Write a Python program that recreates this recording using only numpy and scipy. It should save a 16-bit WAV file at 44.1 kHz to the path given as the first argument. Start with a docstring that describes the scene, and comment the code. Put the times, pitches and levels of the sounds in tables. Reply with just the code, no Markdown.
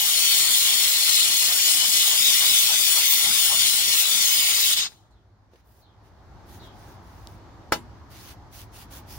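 """A handheld steam cleaner hisses on the metal door sill of a car, its brush nozzle sweeping to and fro.
Outdoors, at a two-port stereo microphone whose left port faces the sill. Turbulent steam makes the hiss;
steam trapped under the brush flutters. The trigger is let go and the jet dies. Over a low rumble a far
bird calls three times, a cloth rubs the sill in short strokes and something hard lands with a knock."""
import sys
import numpy as np
from scipy import signal
from scipy.fft import rfft, irfft
from scipy.io import wavfile
from scipy.ndimage import uniform_filter1d

SR = 44100
rng = np.random.default_rng(int(sys.argv[2]) if len(sys.argv) > 2 else 0)


def put_to_file(sound):
    """Save the sound as 16-bit audio at rate SR, in the file named by the first command-line argument."""
    columns = np.atleast_2d(sound).T  # one column per channel
    safe = np.clip(columns, -1, 1)
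    whole_steps = np.round(safe * 32767)
    wavfile.write(sys.argv[1], SR, whole_steps.astype(np.int16))


N = 404829
TIME = np.arange(N) / SR
BINS = np.fft.rfftfreq(1024, 1 / SR)  # f/Hz and t/s of the grid on which noise is shaped
FRAMES = np.arange(N // 256 + 5) * 256 / SR

# how alike the two ports hear diffuse sound: f/Hz, coherence
AIR_COHERENCE = [(25, .65), (60, .78), (130, .93), (290, .86), (700, .66), (1400, .38), (3000, .05)]
# brush strokes, each a push and a pull back: start t/s, reach/ms off the sill echo's lag, steam puff/dB
BRUSH_STROKES = [(.12, .05, 2.5), (.39, 0.077, 2.5), (.63, .065, 4.5), (.92, 0.045, 1), (1.19, 0.054, 5.5),
                 (1.45, 0.074, 7), (1.77, 0.039, 7.5), (2.08, 0.17, 6.5), (2.38, 0.14, 12),
                 (2.66, 0.095, 10), (2.93, .093, 10.5), (3.21, 0.12, 7.5), (3.47, 0.075, 12.5),
                 (3.74, 0.097, 2.5), (4.02, 0.16, 2)]


def gain_of(db):
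    """Decibels to amplitude."""
    return 10 ** (np.asarray(db) / 20)


def unit_rms(x):
    """Scales to rms 1."""
    return x / np.sqrt(np.mean(x ** 2) + 1e-20)


def bell(x, width):
    """A bell of height 1 around x = 0."""
    return np.exp(-(x / width) ** 2)


def band(centre_hz, octaves):
    """A bell over log frequency."""
    return bell(np.log2((BINS + 1) / centre_hz), octaves)


def at_hz(table, hz):
    """Each column of a frequency table, interpolated on a log axis."""
    f, *columns = np.transpose(table)
    return np.squeeze([np.interp(np.log(hz + 1), np.log(f + 1), c) for c in columns])


def at_time(table, t):
    """Each column of a time table, interpolated."""
    s, *columns = np.transpose(table)
    return np.squeeze([np.interp(t, s, c) for c in columns])


def add(mix, s, sound):
    """Mixes a sound in at time s."""
    part = mix[..., round(s * SR):][..., :sound.shape[-1]]
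    part += sound[..., :part.shape[-1]]


def wander(count, size):
    """A random waver smoothed over size steps, rms 1."""
    return unit_rms(uniform_filter1d(rng.standard_normal(count), size))


def patches(frames, bins):
    """Random blotches in time and frequency, rms 1."""
    z = rng.standard_normal((len(FRAMES), len(BINS)))
    return unit_rms(uniform_filter1d(uniform_filter1d(z, frames, 0), bins, 1))


def noise(colour_db=0, coherence=AIR_COHERENCE, lead=0, left_path=1, right_path=1):
    """Coloured noise at the two ports, each with its own path; their mean has rms 1."""
    a, b, c, d = rng.standard_normal((4, len(FRAMES), len(BINS)))
    alike = np.clip(at_hz(coherence, BINS), -1, 1)
    left = a + 1j * b
    right = (alike * left + np.sqrt(1 - alike ** 2) * (c + 1j * d)) * np.exp(-1j * lead)
    spectra = np.array([left * left_path, right * right_path]) * gain_of(colour_db)
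    x = signal.istft(spectra.swapaxes(1, 2), nperseg=1024, noverlap=768)[1][:, :N]
    return x / x.mean(0).std()


def brush_motion(rest_s=4.32, push_share=.48):
    """The hand's sweep: travel (0 drawn back, 1 pushed out), speed (-1 to 1) and travel as ms of echo."""
    starts, reach_ms, _ = np.transpose(BRUSH_STROKES)
    strokes_done = np.interp(FRAMES, [*starts, rest_s], np.arange(len(starts) + 1))
    angle = np.pi * np.interp(strokes_done % 1, [0, push_share, 1], [0, 1, 2])
    travel = (1 - np.cos(angle)) / 2
    return travel, np.sin(angle), travel * reach_ms[strokes_done.astype(int) % len(starts)]


def valve(sag_db, release_s=4.735, gulp_s=4.757, shut_s=4.866, shut_db_per_s=700, leak_db_per_s=150):
    """Gain as the trigger is let go: the jet gulps and sags, the valve seats, the last steam leaks."""
    spent = np.clip((TIME - release_s) / (shut_s - release_s), 0, 1)
    shut_for = np.maximum(TIME - shut_s, 0)
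    gulp_db = -6.5 * bell(TIME - gulp_s, .014)
    flow_db = sag_db * spent ** 2 + gulp_db - shut_db_per_s * shut_for
    leak_db = -24.5 + .27 * sag_db - leak_db_per_s * shut_for
    return gain_of(np.maximum(flow_db, leak_db))


def steam_jet(fizz_hz=7500, spray_hz=13200, sill_echo=.4, scatter_hz=12500):
    """Turbulent hiss, fizz and spray, coloured by the nozzle and combed by a moving echo off the sill."""
    # the jet's colour at the microphone: f/Hz, left level/dB, right level/dB
    jet_colour = [(895, -40.5, -53), (1650, -30.5, -31.5), (2040, -13, -7), (3030, -5.5, -5.5),
                  (3520, 0.5, 0), (4150, -1, -7.5), (4730, -1, -6), (5480, -2.5, -9), (7030, -2, -5),
                  (8300, -4, -14), (9800, -2, -8), (12100, -7, -13.5), (13800, -4, -2.5),
                  (15730, -5.5, -7.5)]
    # how alike the ports hear it: f/Hz, coherence
    jet_coherence = [(1700, .55), (2100, .7), (3700, .75), (4800, .3), (5600, .62), (7000, .58),
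                     (10000, .3), (16000, .25)]
    # it reaches the left port first, bent by the housing: f/Hz, phase lead/rad
    left_lead = [(600, 0.5), (1050, -1.5), (1400, -0.3), (1700, -1.5), (2100, 1.2), (2700, 1.5),
                 (3400, 2.5), (3850, 3), (4400, 3.5), (5300, 6.5), (6000, 9.5), (7500, 11.5), (9400, 14.5),
                 (11700, 22.5), (13300, 23), (15000, 28), (16000, 21)]
    # nozzle resonances: f/Hz, width/Hz, boost/dB
    resonances = [(3022, 170, 5), (3575, 130, 5), (4280, 240, 2), (5350, 200, 0.5), (5777, 70, 1),
                  (6870, 61, 2), (15585, 200, 10.5)]
    # the jet brightens for a moment: t/s, boost/dB, f/Hz
    spurts = [(.91, 3.5, 13500), (2.08, 3.5, 14030), (2.24, 4, 15000), (2.93, 3.5, 11000),
              (3.12, 5.5, 15000), (3.69, 3, 5510), (4, 6, 14430)]
    # sill echo with the nozzle drawn back: t/s, lag/ms
    drawn_back_lag = [(0, .825), (1.2, .86), (2.08, .855), (2.4, .8), (3.4, .82), (4, .9), (4.85, .89)]
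    # one treble band at the right port dulls halfway through: t/s, level/dB
    right_treble = [(0, -2), (.7, 2.5), (2.6, 1.5), (3.1, -3), (4.2, -3.5), (4.7, -1)]
    # drift as the aim changes: t/s, hiss level/dB, fizz level/dB, spray level/dB
    aim = [(0, -27, -28.5, -27), (.22, -23.5, -25.5, -27.5), (1, -24, -26, -29), (1.9, -24.5, -25.5, -29.5),
           (2.3, -23.5, -25.5, -27.6), (2.9, -23.5, -25, -27), (3.6, -24.5, -26, -29.8),
           (4.2, -24, -27, -29), (4.7, -23.5, -28.3, -27)]
    # how hiss, fizz and spray answer the hand: full reach/dB, full push/dB, waver/dB, pressure sag/dB
    response = [(0, -.5, .3, -8), (-0.8, -0.25, .5, -24), (-1, -1.6, 1.2, -41)]
    travel, speed, out_ms = brush_motion()
    colour_db = at_hz(jet_colour, BINS)[:, None] + 1.31 * patches(8, 14)
    colour_db += sum(db / (1 + (2 * (BINS - hz) / width) ** 2) for hz, width, db in resonances)
    colour_db += .8 * patches(2, 200)  # water in the jet makes it sputter
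    colour_db += 3 * np.array([patches(40, 2), patches(40, 2)])  # cabin echoes: a fine, slow ripple
    colour_db += sum(db * np.outer(bell(FRAMES - s, .035), band(hz, .33)) for s, db, hz in spurts)
    lag_s = (at_time(drawn_back_lag, FRAMES) - out_ms) / 1000
    echo = sill_echo / (1 + (BINS / scatter_hz) ** 6)  # the steam cloud scatters the top end
    left_comb = 1 - echo * np.exp(-2j * np.pi * BINS * lag_s[:, None])
    right_shade = gain_of(np.outer(at_time(right_treble, FRAMES), band(7600, .22)))
    above_hiss, above_fizz = (1 / (1 + (hz / (BINS + 1)) ** 16) for hz in (fizz_hz, spray_hz))
    shares = [1 - above_hiss, above_hiss * (1 - above_fizz), above_fizz]
    out, lead = np.zeros((2, N)), at_hz(left_lead, BINS)
    for share, aim_db, changes in zip(shares, at_time(aim, FRAMES), response):
        reach_db, push_db, waver_db, sag_db = changes
        level_db = aim_db + reach_db * travel + push_db * speed + waver_db * wander(len(FRAMES), 12)
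        band_db = colour_db + 10 * np.log10(share + 1e-12)
        hiss = noise(band_db, jet_coherence, lead, left_comb, right_shade)
        out += gain_of(np.interp(TIME, FRAMES, level_db)) * valve(sag_db) * hiss
    return out


def brush_flutter(level_db=-41.5, push_delay_s=.058, return_delay_s=.235, puff_s=.026):
    """Steam trapped under the brush flutters and puffs out with each stroke; a long reach buffets."""
    # the flutter's colour: f/Hz, level/dB
    flutter_colour = [(40, -15.5), (100, -16.5), (170, -6), (270, -4.5), (400, -6.5), (540, -7.5),
                      (660, -1), (830, -2), (1050, 0), (1300, 2), (1600, 1), (2200, 3), (4000, -41)]
    puffs_db = sum(db * bell(FRAMES - s - push_delay_s, puff_s)
                   + bell(FRAMES - s - return_delay_s, puff_s) for s, _, db in BRUSH_STROKES)
    hollow = .3 + .7 * band(820, octaves=.55)
    colour_db = at_hz(flutter_colour, BINS) + np.outer(puffs_db, hollow)
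    colour_db += 2.5 * patches(8, 5) + .86 * patches(6, 40)
    _, _, out_ms = brush_motion()
    buffet_db = 45 * np.outer(out_ms - out_ms.mean(), band(190, octaves=.9))
    return gain_of(level_db) * valve(sag_db=-3) * noise(colour_db + buffet_db)


def outdoors():
    """Ambience around the car: low rumble and the wash of distant traffic."""
    # the background rumble and wash come up as the recorder's gain recovers after the jet stops:
    # t/s, rumble level/dB, wash level/dB
    background_level = [(0, -59, -76), (4.9, -57, -61), (5.35, -59.5, -65), (5.85, -58.5, -62),
                        (6.3, -48, -54.5), (6.6, -48, -50), (7.6, -47.5, -51.5), (8.6, -47.5, -53),
                        (9.0, -49, -50), (9.15, -42.5, -51)]
    # the rumble's colour: f/Hz, level/dB
    rumble_colour = [(15, -31), (30, -19), (45, -4.5), (58, 3), (80, -3), (104, 2.5), (135, -10),
                     (200, -31), (400, -53.5)]
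    # the wash's colour: f/Hz, level/dB
    wash_colour = [(70, -12.5), (150, 4.5), (230, 0.5), (340, 2), (470, -5.5), (850, 0), (1300, -7),
                   (1900, -12.5), (2600, -20.5), (4500, -19.5), (6500, -24.5), (8500, -38), (15500, -42.5)]
    rumble_db, wash_db = at_time(background_level, TIME)
    hz = np.fft.rfftfreq(N, 1 / SR)
    rumble = irfft(rfft(noise()) * gain_of(at_hz(rumble_colour, hz)), N)
    wash = noise(at_hz(wash_colour, BINS) + patches(12, 8))
    return gain_of(rumble_db) * unit_rms(rumble) + gain_of(wash_db) * wash


def taps():
    """Small handling taps and a last spit, each a quickly damped band of noise."""
    # taps and spit: t/s, level/dB, centre f/Hz, width/octaves, t60/s
    bursts = [(4.919, -53, 1000, 1.2, .07), (5.108, -72.5, 6000, .7, .15), (5.535, -51.5, 430, .35, 0.11),
              (5.536, -64, 3000, 1, .07), (5.558, -58, 1500, 1.3, .05), (7.2724, -31.5, 4580, 0.73, 0.0042),
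              (7.32, -66, 10000, .7, .04)]
    out, t = np.zeros((2, N)), np.arange(SR // 4) / SR
    hz, white = np.fft.rfftfreq(len(t), 1 / SR), noise()
    for s, db, centre_hz, octaves, t60 in bursts:
        colour = np.exp(-.5 * (np.log2((hz + 1) / centre_hz) / octaves) ** 2)
        burst = irfft(rfft(white[:, round(s * SR):][:, :len(t)]) * colour, len(t))
        add(out, s, unit_rms(burst) * gain_of(db - 60 * t / t60))
    return out


def far_bird(walls_t60_s=.3, rasp=.066):
    """A raspy falling whistle from far off, smeared by the walls around the yard."""
    # calls: t/s, level/dB
    calls = [(5.1, -74), (5.808, -66.5), (6.585, -54.5)]
    # the fall of each call: t/s from its start, f/Hz, relative level/dB
    fall = [(0, 4350, -12), (.014, 4180, 2), (0.038, 3720, -3), (.064, 3380, -2), (.09, 3200, -8),
            (.12, 3060, -17)]
    t, age = np.arange(0, fall[-1][0], 1 / SR), np.arange(SR // 3) / SR
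    hz, shape_db = at_time(fall, t)
    out = np.zeros((2, N))
    for s, db in calls:
        pitch = hz * (1 + rasp * wander(len(t), 30))
        call = np.sqrt(2) * gain_of(db + shape_db) * np.sin(2 * np.pi * np.cumsum(pitch) / SR)
        walls = rng.standard_normal((2, len(age))) * gain_of(-60 * age / walls_t60_s)
        add(out, s, signal.fftconvolve(call[None], walls / np.linalg.norm(walls.mean(0)), axes=1))
    return out


def cloth(grain=.15, pivot_hz=7000, linger_s=.0069, swell_db=4.5):
    """Fibres catch and slip on the sill; each stroke swells, stops and lingers briefly in the cabin."""
    # the rub's colour: f/Hz, level/dB
    rub_colour = [(500, -25), (1200, -0.5), (2300, 0), (4200, 0), (6300, 0), (7800, -7.5), (10500, -2),
                  (13000, -4), (15500, -0.5)]
    # strokes: start t/s, end t/s, relative level/dB, soft edge/s, treble tilt/dB per octave
    wipes = [(5.495, 5.622, -69.5, 0.03, -3.5), (5.623, 5.85, -64, 0.055, 3), (6.006, 6.11, -66, .05, -3),
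             (6.434, 6.612, -53, 0.073, 1), (6.585, 6.70, -58.5, .05, -2), (6.69, 6.998, -58.5, 0.12, -0.5),
             (6.958, 7.423, -62, 0.13, 0.5), (8.084, 8.342, -48.5, 0.038, -1),
             (8.496, 8.652, -46, 0.05, 0.5), (8.705, 8.855, -46.5, 0.047, 0),
             (8.888, 9.007, -45, 0.035, 0.5), (9.048, 9.206, -44.5, 0.064, 1.5)]
    rub = noise(at_hz(rub_colour, BINS) + 1.7 * patches(10, 24))
    rub *= np.exp(grain * wander(N, 90))
    out, decay = np.zeros((2, N)), np.exp(-1 / (linger_s * SR))
    for start, end, db, edge, tilt_db in wipes:
        wipe = rub[:, round(start * SR):round(end * SR) + SR // 5]
        count = wipe.shape[1]
        octaves = np.log2(np.maximum(np.fft.rfftfreq(count, 1 / SR), 500) / pivot_hz)
        wipe = unit_rms(irfft(rfft(wipe) * gain_of(tilt_db * octaves), count))
        t = np.arange(count) / SR
        press = np.sin(np.pi / 2 * np.clip(np.minimum(t, end - start - t) / edge, 0, 1)) ** 2
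        press *= gain_of(swell_db * (t / (end - start) - .5))  # the hand bears down through the stroke
        envelope = np.sqrt(signal.lfilter([1 - decay], [1, -decay], press ** 2))
        add(out, start, gain_of(db + 1) * envelope * wipe)
    return out * gain_of([[-.5], [.5]])  # just right of centre


def knock(ring_db=-23, tail_db=8, thump_db=17, thump_hz=850, crack_db=3, grit_db=-29, grit_s=.0034):
    """A hard thing lands and chatters: each contact, a push with a gritty scrape, rings body and cabin."""
    # contacts: t/s, relative level/dB, contact time/ms
    contacts = [(7.7202, -3.5, 0.75), (7.7225, -9, 0.44), (7.723, 5, 0.19), (7.7243, -3.5, 0.34),
                (7.726, -7, 0.074), (7.7289, -6, 0.47), (7.7352, -29, 0.18)]
    # the body's modes: f/Hz, relative level/dB, t60/s
    modes = [(165, -22, .25), (241, -17.5, 0.54), (342.5, -24, 0.35), (460, -12.5, .15), (660, -6, 0.048),
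             (828, -0.5, 0.1), (975, -9, 0.15), (1116, -4, 0.038), (1250, 0, 0.035), (1496, -13, 0.047),
             (1600, -13, 0.068), (2040, -6, 0.088), (2290, -6, .08), (2611, -8, .06), (3900, -17, .08),
             (5370, 10, 0.055), (7903, -11, .08)]
    # the cabin's short ring: f/Hz, relative level/dB, t60/s
    cabin = [(60, -22, 0.65), (250, -8, 0.29), (700, 2, 0.1), (1800, -5, 0.14), (3180, -1, 0.13),
             (5400, 1.5, 0.1), (8900, -15.5, 0.18), (15000, -11, .13)]
    t, start = np.arange(SR // 2) / SR, contacts[0][0] - .001
    pushes, grit = np.zeros(len(t)), np.zeros((2, len(t)))
    for s, db, contact_ms in contacts:
        since = t - (s - start)
        push = np.exp(-2 * (since * 1000 / contact_ms) ** 2)
        pushes += gain_of(db) * push / push.sum()
        scrape = (since > 0) * np.exp(-abs(since) / grit_s)
        grit += gain_of(db + grit_db) * scrape * rng.standard_normal((2, len(t)))
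    phases = rng.normal(0, .75, (len(modes), 2, 1))  # high modes reach the ports out of step
    ring = sum(gain_of(db - 60 * t / t60) * np.sin(2 * np.pi * hz * t + phase * min(hz / 1000, 4))
               for (hz, db, t60), phase in zip(modes, phases))
    body = gain_of(ring_db) * signal.fftconvolve(pushes + .36 * grit, ring, axes=1)
    hz, age, spectra = signal.stft(noise()[:, SR:SR + len(t)], SR, nperseg=256)
    colour_db, t60 = at_hz(cabin, hz)[:, :, None]
    tail = signal.istft(spectra * gain_of(colour_db - 60 * age / t60), SR)[1][:, :len(t)]
    echoes = gain_of(tail_db) * signal.fftconvolve(pushes + grit, tail / np.linalg.norm(tail[0]), axes=1)
    echoes = signal.sosfilt(signal.butter(3, 80, "highpass", fs=SR, output="sos"), echoes)
    # the struck panel gives way and springs back: one heavily damped swing
    thump = -signal.lfilter(*signal.butter(1, [thump_hz / 2, thump_hz * 2], "bandpass", fs=SR), pushes)
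    out = np.zeros((2, N))
    add(out, start, body + echoes)
    add(out, start, gain_of(thump_db) * thump + gain_of(crack_db) * grit)
    return out * gain_of([[.6], [-.6]])  # just left of centre


def scene():
    """All sources as they reach the microphone's two ports."""
    return steam_jet() + brush_flutter() + outdoors() + cloth() + knock() + taps() + far_bird()


def record(dry, edge_hz=15850):
    """The recorder's band limit: a steep low-pass."""
    lowpass = signal.firwin(801, edge_hz, window=("kaiser", 8), fs=SR)
    return signal.oaconvolve(dry, lowpass[None], "same")


dry = scene()
out = record(dry)
put_to_file(out)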